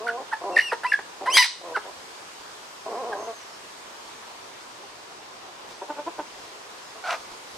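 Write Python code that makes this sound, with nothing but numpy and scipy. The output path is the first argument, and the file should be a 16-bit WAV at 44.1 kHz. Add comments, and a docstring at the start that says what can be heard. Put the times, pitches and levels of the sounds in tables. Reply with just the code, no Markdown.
"""A sandy poultry run outdoors: birds dust-bathe close by, under a faint hiss of air.
A hen croons and clucks low; a shriller bird yelps, flips into thin whistles and screams once.
Later comes a hoarse squawk. Feathers shuffle in the sand and a far bird calls in falling notes.
Calls are harmonics plus breath noise shaped by a throat; air and sand are filtered noise.
Echoes and a scattered tail place the sounds in the yard."""
import sys
import numpy as np
from scipy import signal
from scipy.fft import rfft, irfft, next_fast_len
from scipy.io import wavfile
from scipy.ndimage import uniform_filter1d, minimum_filter1d

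SR = 44100
rng = np.random.default_rng(int(sys.argv[2]) if len(sys.argv) > 2 else 0)


def master(y):
    """Save y as 16-bit WAV."""
    cut = np.clip(np.atleast_2d(y).T, -1, 1)
    pcm = np.round(cut * 32767)  # scale
    wavfile.write(sys.argv[1], SR, pcm.astype(np.int16))


N = 333837  # samples
EDGE_HZ = 15650  # top of the audible band
EDGE_DB = 10  # a held call starts and ends this far below its level
BREAK_S = 0.0013697  # time scale of a break between registers


def amp(db):
    """Decibels to gain."""
    return 10 ** (np.asarray(db) / 20)


def unit(x):
    """Scales to rms 1."""
    return x / np.sqrt(np.mean(x ** 2) + 1e-20)


def read(points, hz):
    """Reads a (frequency_hz, value) table on a log-frequency axis."""
    table_hz, value = np.transpose(points)
    return np.interp(np.log(hz + 1), np.log(table_hz + 1), value)


def add(mix, start_s, sound):
    """Mixes a sound in at its start time."""
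    part = mix[max(round(start_s * SR), 0):][:len(sound)]
    part += sound[:len(part)]


def tint(x, points):
    """Filters by a (frequency_hz, gain_db) table."""
    size = next_fast_len(len(x) + 1024)
    gain = amp(read(points, np.fft.rfftfreq(size, 1 / SR)))
    return irfft(rfft(x, size) * gain, size)[:len(x)]


def wander(count, hz):
    """Smooth random drift of rms 1, changing about hz times a second."""
    pole = np.exp(-2 * np.pi * hz / SR)
    noise = rng.standard_normal(count + 2048)
    return unit(signal.lfilter([1], np.poly([pole, pole]), noise)[-count:])


def timeline(first_s, last_s, count=240):
    """Evenly spaced moments."""
    return np.linspace(first_s, last_s, count)


def blend(a, b, share):
    """Goes from a to b as share goes from 0 to 1."""
    return a + (b - a) * share


def contour(s, hz, db, rough):
    """The controls of one call, as rows of (time_s, pitch_hz, level_db, roughness)."""
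    return np.column_stack(np.broadcast_arrays(s, hz, db, rough))


def held(t, length_s, attack_s, release_s):
    """Attack, hold and release as an envelope in dB."""
    attack = np.maximum(1 - t / attack_s, 0)
    release = np.maximum(1 - (length_s - t) / release_s, 0)
    return -EDGE_DB * (attack + release)


def broken(t):
    """How far (0-1) the voice has moved into its other register, t seconds from the break."""
    return .5 + .5 * np.tanh(t / (2 * BREAK_S))


def note(start_s, length_s, first_hz, last_hz, db, rough, attack_s, release_s):
    """A held note whose pitch glides in a straight line."""
    t = timeline(0, length_s)
    hz = blend(first_hz, last_hz, t / length_s)
    return contour(start_s + t, hz, db + held(t, length_s, attack_s, release_s), rough)


def throat_response(points, size=4096):
    """Complex response of a throat: its gain, with the phase of a causal ring."""
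    log_gain = np.log(amp(read(points, abs(np.fft.fftfreq(size, 1 / SR)))))
    response = np.exp(np.conj(signal.hilbert(log_gain)))
    return np.fft.rfftfreq(size, 1 / SR), response[:size // 2 + 1]


def call(rows, throat, tilt_db, jitter, doubling, rasp, smear, count):
    """A syrinx sounds through a throat; roughness adds jitter, period doubling and a rasp."""
    s, *columns = np.transpose(rows)
    s = np.maximum.accumulate(s)
    t = np.arange(s[0], s[-1] + 0.002508, 1 / SR)
    hz, db, rough = (uniform_filter1d(np.interp(t, s, column), size=64) for column in columns)
    rough = np.clip(rough, 0, 1)
    waver = .006 + jitter * rough
    turns = np.cumsum(hz * (1 + waver * wander(len(t), hz=148.05))) / SR

    # strong and weak cycles alternate, which puts half lines between the harmonics
    k = np.arange(1, 2 * count + 1)[:, None] / 2
    half_lines = doubling * rough * np.minimum(k, 1) ** 3
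    strength = amp(tilt_db * abs(np.log2(k))) * np.where(k % 1, half_lines, 1)
    # the shape of the cycle keeps changing, so each partial flutters on its own
    flutter = np.array([wander(len(t), hz=56.14) for _ in k])
    strength = strength * amp((1.5 + 4 * rough) * flutter)
    partials = strength * np.interp(k * hz, *throat_response(throat)) * (k * hz < EDGE_HZ)

    # smear spreads each pulse over its cycle
    phase = 2 * np.pi * k * turns + smear * k ** 2
    tone_rms = np.sqrt((abs(partials) ** 2).sum(0) / 2)
    tone = (partials * np.exp(1j * phase)).real.sum(0) / tone_rms
    tone *= amp(2.873 * rough * wander(len(t), hz=106.6))

    # breath noise puffs once a cycle; half the voice's tilt per octave shapes it above 2 kHz
    breath_table = [(f, gain + tilt_db / 2 * np.log2(max(f / 2000, 1))) for f, gain in throat]
    puff = 1.144 + np.exp(-(turns % 1) / 0.3033)
    breath = unit(tint(puff * rng.standard_normal(len(t)), breath_table))
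    share = np.clip(rasp * rough ** 2, 0, 1)
    fade = np.clip(np.minimum(t - t[0], t[-1] - t) / .002, 0, 1)
    return s[0], amp(db) * fade * (np.sqrt(1 - share) * tone + np.sqrt(share) * breath)


def voice(calls, throat, gain_db, **syrinx):
    """All the calls made with one setting of throat and syrinx."""
    out = np.zeros(N)
    for rows in calls:
        add(out, *call(rows, throat, **syrinx))
    return amp(gain_db) * out


AIR_DB = -42.5  # rms of the whole wash
TREBLE_HZ = 10908  # the treble ride counts in full above this, less and less below
# colour of the outdoor air: frequency_hz, relative_density_db (per Hz)
AIR_COLOUR = [(25, -32), (50, -18.5), (100, -12), (160, -12), (250, -8.5), (390, -1), (630, -1.5),
              (1000, 2), (1350, -1.5), (2000, -6), (5000, -8.5), (8000, -14.5), (12500, -26.5),
              (15500, -33)]
# left-right likeness of the air: frequency_hz, likeness (0-1)
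AIR_LIKENESS = [(60, 0.383), (130, 0.8442), (290, 0.97965), (640, 0.0989), (1410, 0.0667), (3100, 0.019),
                (6820, 0.2485), (15000, 0.2733)]
# phase by which the right side lags: frequency_hz, lag_rad
AIR_LAG = [(0, 2), (340, -0.9367), (950, -0.2194), (1550, 4), (2150, 7), (4820, 1.5), (5770, 1.5),
           (7150, 1.0234), (11700, 1.5), (14600, 1.5), (15200, 2.5)]
# slow ride of the air's treble: time_s, relative_level_db
AIR_TREBLE_RIDE = [(0, -0.5), (1.1, 0), (2.0, 2), (3.3, 1.5), (4.2, 1), (5.3, -2.5), (6.3, 0), (7.57, 2.5)]


def air(patchy_db=1.041):
    """A distant wash of noise with drifting patches, partly shared between left and right."""
    frames, hz = N // 256 + 5, np.fft.rfftfreq(1024, 1 / SR)
    a, b, c, d, patches = rng.standard_normal((5, frames, len(hz)))
    patches = uniform_filter1d(patches, size=14, axis=0)
    patches = unit(uniform_filter1d(patches, size=10, axis=1))
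    same = np.clip(read(AIR_LIKENESS, hz), -1, 1)
    left = a + 1j * b
    right = same * left + np.sqrt(1 - same ** 2) * (c + 1j * d)
    right = right * np.exp(-1j * read(AIR_LAG, hz))
    ride_db = np.interp(np.arange(frames) * 256 / SR, *np.transpose(AIR_TREBLE_RIDE))
    treble_db = ride_db[:, None] * np.minimum(hz / TREBLE_HZ, 1)
    field = np.array([left, right]) * amp(read(AIR_COLOUR, hz) + patchy_db * patches + treble_db)
    wash = signal.istft(field, nperseg=1024, noverlap=768, time_axis=-2, freq_axis=-1)[1]
    return unit(wash[:, :N]) * amp(AIR_DB)


# feathers and feet shuffling in sand: middle_s, length_s, level_db (before the swell)
SAND_SHUFFLES = [(2.413, 0.083, -52), (4.069, 0.0742, -49.5), (5.712, 0.11, -47), (6.399, 0.3485, -52),
                 (7.196, .1, -51), (7.326, 0.04889, -45), (7.557, 0.09614, -47)]
# colour of the sand: frequency_hz, relative_gain_db
SAND_COLOUR = [(150, -2.5), (400, 3), (1000, 3.5), (1600, -39), (3000, -4), (5000, -5.5), (8000, -14.5),
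               (15000, -29)]


def shuffles(grain_db=5.5):
    """Each shuffle is a soft swell of sand grains of uneven size."""
    out = np.zeros(N)
    for middle_s, length_s, db in SAND_SHUFFLES:
        count = int(length_s * SR)
        size = np.minimum(rng.exponential(1, count), 5)
        grains = rng.standard_normal(count) * amp(grain_db * size)
        swell = np.hanning(count)
        add(out, middle_s - length_s / 2, amp(db) * unit(tint(grains, SAND_COLOUR)) * swell)
    return out


# a far bird's falling notes: start_s, length_s, first_pitch_hz, last_pitch_hz, level_db
FAR_NOTES = [(3.169, .115, 6480, 6200, -56), (3.324, 0.12, 6710, 5485, -56.5),
             (3.48, 0.11, 5608, 5015, -60.5)]


def far_bird():
    """A far bird's held notes: one partial each, gliding down."""
    notes = [note(*row, rough=0.1097, attack_s=0.02843, release_s=0.0465) for row in FAR_NOTES]
    return voice(notes, YELP_THROAT_GAIN, gain_db=0.0, tilt_db=-20,
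                 jitter=0.05127, doubling=0, rasp=0, smear=0, count=1)


CROON_ATTACK_S, CROON_RELEASE_S = 0.009265, 0.01963


def warble(db, curve):
    """A long croon holds its level while the pitch wavers."""
    s, hz, rough = np.transpose(np.array(curve))
    t = timeline(s[0], s[-1])
    level = db + held(t - s[0], s[-1] - s[0], CROON_ATTACK_S, CROON_RELEASE_S)
    return contour(t, np.interp(t, s, hz), level, np.interp(t, s, rough))


# Call levels in the tables below are before each voice's gain_db.
# long, wavering croons: level_db, curve of (time_s, pitch_hz, roughness 0-1)
LONG_CROONS = [ (-34, [(-.01, 205, .2), (.05, 242, .05), (.09, 228, .04), (.15, 240, .05), (.2, 275, .4),
               (.222, 268, .5)]), (-31, [(.432, 168, .5), (.458, 201, .35), (.485, 200, .18),
               (.503, 177, .36), (.555, 184, .3), (.59, 210, .42)]), (-32.5, [(2.856, 209, .45),
               (2.912, 240, .5), (2.94, 197, .42), (2.985, 255, .12), (3.008, 271, .1), (3.04, 210, .2),
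               (3.072, 247, .17), (3.125, 205, .5), (3.175, 197, .33)])]
# short croons and mutters:
# start_s, length_s, first_pitch_hz, last_pitch_hz, level_db, roughness (0-1)
SHORT_CROONS = [(0.41, 0.03365, 170, 164.6, -35, .55), (1.204, 0.05364, 200.3, 185, -33.5, 0.47),
                (1.261, 0.14, 179.8, 170.5, -39, 0.6), (1.606, 0.02716, 189.2, 178.5, -40, 0.34),
                (1.631, 0.11112, 175.5, 161.3, -38.5, 0.36), (1.707, 0.0555, 495.8, 479.1, -39.5, 0.16),
                (1.836, 0.07391, 190.8, 199.3, -40.5, 0.46), (3.161, 0.087555, 200.7, 221.6, -35, 0.46),
                (3.239, 0.04663, 222.4, 223.4, -39, 0.31), (3.268, .062, 230.6, 223.3, -32, 0),
                (4.828, 0.0307, 403.1, 383.5, -43.5, 0.25), (5.479, 0.03343, 382.1, 376, -44, 0.12),
                (6.445, 0.1435, 218.6, 216.1, -52, 0.53), (6.949, 0.0605, 216.6, 222.4, -44.5, 0.55)]
# throat and beak when crooning: frequency_hz, relative_gain_db
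CROON_THROAT_GAIN = [(130, -29), (220, -16.5), (305, -0.5), (380, 5), (470, 6), (620, 5.5), (800, 8),
                     (890, -10), (1010, 9), (1180, -9), (1450, -16), (2200, -28), (5000, -51)]


def croons():
    """The hen's low croons: long wavering ones and short gliding ones through one throat."""
    calls = [warble(*row) for row in LONG_CROONS]
    calls += [note(*row, CROON_ATTACK_S, CROON_RELEASE_S) for row in SHORT_CROONS]
    return voice(calls, CROON_THROAT_GAIN, gain_db=0.163, tilt_db=0.2772,
                 jitter=.09, doubling=.8, rasp=.45, smear=.4, count=14)


CLUCK_FALL_S, CLUCK_DEPTH_DB = 0.02469, 18.5
CLUCK_ARCH = 0.03531  # share of the pitch lost at the ends
CLUCK_EDGE_ROUGH = .42


def cluck(peak_s, rise_s, hz, db, rough, roundness=0.9667):
    """A soft cluck is highest and loudest at its peak; its roughness shifts toward the ends."""
    t = timeline(-rise_s, CLUCK_FALL_S)
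    edge = np.maximum(-t / rise_s, t / CLUCK_FALL_S) ** roundness
    pitch = hz * (1 - CLUCK_ARCH * edge)
    level = db - CLUCK_DEPTH_DB * edge
    return contour(peak_s + t, pitch, level, blend(rough, CLUCK_EDGE_ROUGH, edge))


# a run of soft clucks: peak_s, rise_s, peak_pitch_hz, peak_level_db, roughness (0-1, at the peak)
SOFT_CLUCKS = [(5.823, .011, 188.3, -27.5, 0.38), (5.906, 0.02277, 296.9, -27, 0.2),
               (5.995, 0.0342, 299, -29, 0.2), (6.078, .017, 343.9, -25, 0.17),
               (6.195, 0.016975, 302.6, -26.5, 0.65)]
# throat and beak when clucking: frequency_hz, relative_gain_db
CLUCK_THROAT_GAIN = [(150, -13), (230, -40), (320, 6.5), (600, 4.5), (740, 6), (900, 6), (1050, 8),
                     (1220, -11.5), (1460, -3.5), (1900, -19.5), (3000, -20), (6000, -41)]


def clucks():
    """A run of soft clucks: short arched pulses of voice through the throat."""
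    return voice([cluck(*row) for row in SOFT_CLUCKS], CLUCK_THROAT_GAIN, gain_db=0.1765,
                 tilt_db=-0.55, jitter=.09, doubling=.6, rasp=.7, smear=.4, count=12)


THROB_HZ, THROB_DB, FIRST_THROB_S = 53.28, -0.5, 0.0063
SQUAWK_DB, SQUAWK_SWELL_DB = -25.5, 8.5  # level once swollen, before throb and gain; growth
SQUAWK_ATTACK_S, SQUAWK_RELEASE_S = 0.0034, 0.01887
# roughness of the squawk (0-1): first, last
SQUAWK_ROUGHNESS = (.5, .95)


def hoarse(start_s, length_s, first_hz, last_hz):
    """A squawk swells and roughens as its pitch sags, throbbing all the way."""
    t = timeline(0, length_s)
    share = t / length_s
    throb = THROB_DB * np.cos(2 * np.pi * THROB_HZ * (t - FIRST_THROB_S))
    level = SQUAWK_DB - SQUAWK_SWELL_DB * (1 - share) ** 2 + throb
    level = level + held(t, length_s, SQUAWK_ATTACK_S, SQUAWK_RELEASE_S)
    pitch = blend(first_hz, last_hz, share)
    return contour(start_s + t, pitch, level, blend(*SQUAWK_ROUGHNESS, share))


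# the one hoarse squawk: start_s, length_s, first_pitch_hz, last_pitch_hz
HOARSE_SQUAWK = (7.037, .122, 730, 665)
# throat and beak when squawking: frequency_hz, relative_gain_db
SQUAWK_THROAT_GAIN = [(250, -48.5), (540, -2.5), (780, 5), (1030, -2), (1400, 4.5), (1800, -7),
                      (2350, -6.5), (3000, -15), (4500, -20), (5600, -23.5), (8000, -35), (14000, -38)]


def squawk():
    """A hoarse squawk: strong period doubling and breath noise in a sagging voice."""
    return voice([hoarse(*HOARSE_SQUAWK)], SQUAWK_THROAT_GAIN, gain_db=-0.5, tilt_db=2.495,
                 jitter=.07, doubling=.85, rasp=.7, smear=.5, count=14)


WHISTLE_ROUGH, FLIP_ROUGH = .06, .27  # in a steady whistle, and while its register flips
# a whistle flips down into a loud, pure yip and back: middle_s, length_s, pitch_hz, level_db
YIP_FLIPS = [(.073, .011, 1434, -22), (0.093, .017, 1448, -19), (0.106, .008, 1434, -33),
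             (0.5711, .016, 1821, -9), (0.593, .0125, 1835, -8), (0.613, .008, 2007, -23.5),
             (0.9238, .011, 1712, -12), (0.9427, .015, 1671, -12)]


def whistle(curve, pitch_edge=4.208, level_edge=2.0636):
    """A thin whistle; each yip pulls its pitch down and its level up, and the flips are rough."""
    s, hz, db = np.transpose(np.array(curve))
    t = timeline(s[0], s[-1])
    hz, db, rough = np.interp(t, s, hz), np.interp(t, s, db), WHISTLE_ROUGH
    for middle_s, length_s, yip_hz, yip_db in YIP_FLIPS:
        away = abs(t - middle_s) / (length_s / 2)
        low, loud = np.exp(-away ** pitch_edge), np.exp(-away ** level_edge)
        hz, db = blend(hz, yip_hz, low), blend(db, yip_db, loud)
        flip = np.sin(np.pi * np.sqrt(loud)) ** 2
        rough = rough * (1 - loud) + FLIP_ROUGH * flip
    return contour(t, hz, db, rough)


SAG_PER_S = 4.6  # rate of the exponential pitch sag
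SQUEAK_ROUGH, SQUEAK_RISE_DB = 0.08344, 37.5
CLUCK_FADE_DB, CLUCK_PEAK = 29.5, 0.39376  # the cluck's level curve peaks at this share of its length
BREAK_KICK_DB, BREAK_ROUGH = 1.5, 0.1685  # the break itself is a rough little knock


def squeak_cluck(break_s, squeak_s, cluck_s, squeak_hz, cluck_hz, squeak_db, cluck_db, rough):
    """A clean squeak swells as it sags, then breaks with a knock into a low, rough cluck."""
    t = timeline(-squeak_s, cluck_s)
    low = broken(t)
    knock = np.exp(-((t - BREAK_S) / BREAK_S) ** 2)
    hz = squeak_hz * (cluck_hz / squeak_hz) ** low * np.exp(-SAG_PER_S * t)
    swell = squeak_db - SQUEAK_RISE_DB * (np.minimum(t, 0) / squeak_s) ** 2
    from_peak = (np.maximum(t, 0) / cluck_s - CLUCK_PEAK) / (1 - CLUCK_PEAK)
    fade = cluck_db - CLUCK_FADE_DB * from_peak ** 2
    level = blend(swell, fade, low) + BREAK_KICK_DB * knock
    return contour(break_s + t, hz, level, blend(SQUEAK_ROUGH, rough, low) + BREAK_ROUGH * knock)


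HONK_RISE_HZ_PER_S, HONK_ROUGH = 2300.4, 0.05076
RASP_PITCH, RASP_DB, RASP_ROUGH = 0.87, -9, 0.7997  # pitch and level are relative to the honk


def honk(start_s, rasp_s, honk_s, release_s, hz, db):
    """A low rasp breaks upward into a clear, rising tone."""
    t = timeline(0, rasp_s + honk_s)
    clear = broken(t - rasp_s)
    rising_hz = hz + HONK_RISE_HZ_PER_S * (t - rasp_s)
    pitch = blend(RASP_PITCH * hz, rising_hz, clear)
    level = db + RASP_DB * (1 - clear) + held(t, rasp_s + honk_s, BREAK_S, release_s)
    return contour(start_s + t, pitch, level, blend(RASP_ROUGH, HONK_ROUGH, clear))


# thin whistles, one curve each: time_s, pitch_hz, level_db (before the yips)
THIN_WHISTLES = [
    [(.064, 2038, -52.5), (.082, 2444, -40), (.116, 1634, -45.5)],
    [(.515, 2780, -51), (.555, 2690, -40.5), (.58, 2904, -33), (.603, 3011, -34.5), (.62, 2780, -32.5),
     (.642, 2913, -33.5), (.688, 2731, -30.5), (.702, 2493, -38), (.716, 2303, -41)],
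    [(.863, 2164, -27), (.872, 2722, -39), (.888, 2651, -34), (.908, 2787, -38.5), (.93, 2716, -37.5),
     (.954, 2061, -41.5)],
]
# a falling squeak breaks down into a cluck: break_s, squeak_length_s, cluck_length_s,
# squeak_pitch_hz, cluck_pitch_hz (both before the sag), squeak_level_db, cluck_level_db,
# roughness (0-1, of the cluck before the knock)
BREAKING_SQUEAKS = [(.325, 0.01657, 0.027787, 1552, 918, -30, -20.5, 0.23),
                    (0.7225, .01, 0.024906, 1787, 501.8, -18.5, -19, 0.33),
                    (.989, 0.0054, 0.01174, 1486, 388.8, -41.5, -28.5, 0.34),
                    (1.7671, .03, 0.019604, 1426, 428.9, -18.5, -23.5, 0.27),
                    (3.124, .012, 0.02314, 870.4, 830.3, -40.5, -26.5, 0.14)]
# a rasp clears into a honk that leads up to a whistle or the scream:
# start_s, rasp_length_s, honk_length_s, release_s, pitch_hz (before the rise), level_db
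RASPING_HONKS = [(.833, .014, 0.020457, 0.00594, 974.4, -21), (1.258, 0.017, 0.040434, 0.02464, 992.4, -20)]
# throat and beak when yelping: frequency_hz, relative_gain_db
YELP_THROAT_GAIN = [(200, -21), (450, -7.5), (700, 6.5), (1000, 4), (1300, 7.5), (1850, 13), (2300, -8.5),
                    (2900, -3.5), (3700, -6.5), (4700, -5.5), (5700, -8.5), (7000, -17), (8500, -7),
                    (11300, -9.5), (15000, -32.5)]


def yelps():
    """The shrill bird's whistles, breaking squeaks and honks, from a steeply tilted syrinx."""
    calls = [whistle(curve) for curve in THIN_WHISTLES]
    calls += [squeak_cluck(*row) for row in BREAKING_SQUEAKS]
    calls += [honk(*row) for row in RASPING_HONKS]
    return voice(calls, YELP_THROAT_GAIN, gain_db=-0.4949, tilt_db=-9.5,
                 jitter=.08, doubling=.8, rasp=1.5, smear=.1, count=12)


# the scream, a rising whistle and then its outburst over an octave lower, one curve each:
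# time_s, pitch_hz, level_db, roughness (0-1)
SCREAM_CURVES = [
    [(1.298, 2378, -32.5, 0.14), (1.321, 2820, -28, 0.06), (1.336, 3125, -20.5, 0.07),
     (1.343, 3146, -18, 0.29), (1.368, 3293, -14.5, 0.29), (1.372, 2828, -13, 0.39)],
    [(1.368, 1046, -6, 0.86), (1.381, 1024, -1.5, .8), (1.392, 994, -5, 0.13), (1.415, 967.3, -11.5, 0.19),
     (1.426, 933.1, -12, 0.27), (1.437, 943.1, -15, 0.71), (1.462, 978.8, -24, 0.81)],
]
# throat and beak when screaming: frequency_hz, relative_gain_db
SCREAM_THROAT_GAIN = [(500, -47), (980, -11), (1400, -11), (2000, 4.5), (2250, 10.5), (2550, -2),
                      (3100, -3.5), (4000, -0.5), (4850, 1), (5900, -3), (6700, -17.5), (7900, -9.5),
                      (9700, -8), (13200, -18.5), (14600, -55)]


def scream():
    """A rising whistle bursts into a low, rough cry with more harmonics."""
    rise, outburst = SCREAM_CURVES
    whistling = voice([rise], SCREAM_THROAT_GAIN, gain_db=-1.5817, tilt_db=-5,
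                      jitter=.035, doubling=1.6, rasp=1.2, smear=.4, count=5)
    crying = voice([outburst], SCREAM_THROAT_GAIN, gain_db=3.4645, tilt_db=-4,
                   jitter=.09, doubling=.8, rasp=.45, smear=.6, count=14)
    return whistling + crying


# decay of the yard's scatter: frequency_hz, t60_s
YARD_DECAY = [(200, 0.419), (1000, 0.2853), (2000, 0.3541), (5000, 0.29963), (9000, 0.3662),
              (14000, 0.2825)]
# colour of the scatter: frequency_hz, relative_gain_db
YARD_COLOUR = [(200, -46), (1000, 14), (2000, 0.5), (4000, 17), (8000, 15), (14000, -20.5)]


def yard(x, build_s=0.01397, spread=0.619):
    """Scatter from trees and fence: sparse taps, each band dying at its own speed."""
    taps = rng.standard_normal((2, SR)) * (rng.random((2, SR)) < 2500 / SR)
    hz, t, bands = signal.stft(taps, SR, nperseg=256)
    decay_db = -60 * t / read(YARD_DECAY, hz)[:, None]
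    build = 1 - np.exp(-t / build_s)
    bands = bands * amp(read(YARD_COLOUR, hz)[:, None] + decay_db) * build
    mid, side = signal.istft(bands, SR, nperseg=256)[1]
    tail = np.array([mid + spread * side, mid - spread * side])
    return signal.fftconvolve(x[None], tail / np.linalg.norm(tail[0]), axes=1)[:, :N]


# left and right differ more toward the treble: frequency_hz, difference_db
SIDE_COLOUR = [(300, -50.5), (1000, -20), (2000, -20), (4000, -9.5), (8000, -7.5), (13000, -6.5)]
# echoes off ground and fence: delay_s, left_level_db, right_level_db
FIRST_ECHOES = [(.0031, -16, -47.5), (0.0099, -23, -13), (0.017, -13, -15), (.034, -36.5, -18.5),
                (0.051, -25, -26)]


def echoes(x):
    """The direct sound on the left and right and its first distinct reflections."""
    side = np.zeros(N)
    add(side, .0004, tint(x, SIDE_COLOUR))  # a slightly late difference signal
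    out = np.array([x + side, x - side])
    for delay_s, *sides_db in FIRST_ECHOES:
        for ear, db in zip(out, sides_db):
            add(ear, delay_s, amp(db) * x)
    return out


def scene():
    """The birds in their yard, over the air."""
    sand_and_far = shuffles() + far_bird()
    low_voices = croons() + clucks() + squawk()
    shrill, screaming = yelps(), scream()
    direct = shrill + screaming + low_voices + sand_and_far
    scattered = amp(-14) * shrill + amp(-13) * (screaming + low_voices) + amp(-5) * sand_and_far
    return echoes(direct) + yard(scattered) + air()


def record(dry):
    """A limiter holds down the loudest peaks and lets go gradually; then the band limit."""
    over_db = np.maximum(20 * np.log10(abs(dry).max(0) / .94 + 1e-9), 0)
    release = np.arange(N) * 42 / SR  # 42 dB a second
    held_db = np.maximum.accumulate(over_db + release) - release
    gain_db = uniform_filter1d(minimum_filter1d(-held_db, size=129), size=129)
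    low_pass = signal.firwin(511, EDGE_HZ, window=("kaiser", 9), fs=SR)
    return signal.oaconvolve(dry * amp(gain_db), low_pass[None], "same")


dry = scene()
out = record(dry)
master(out)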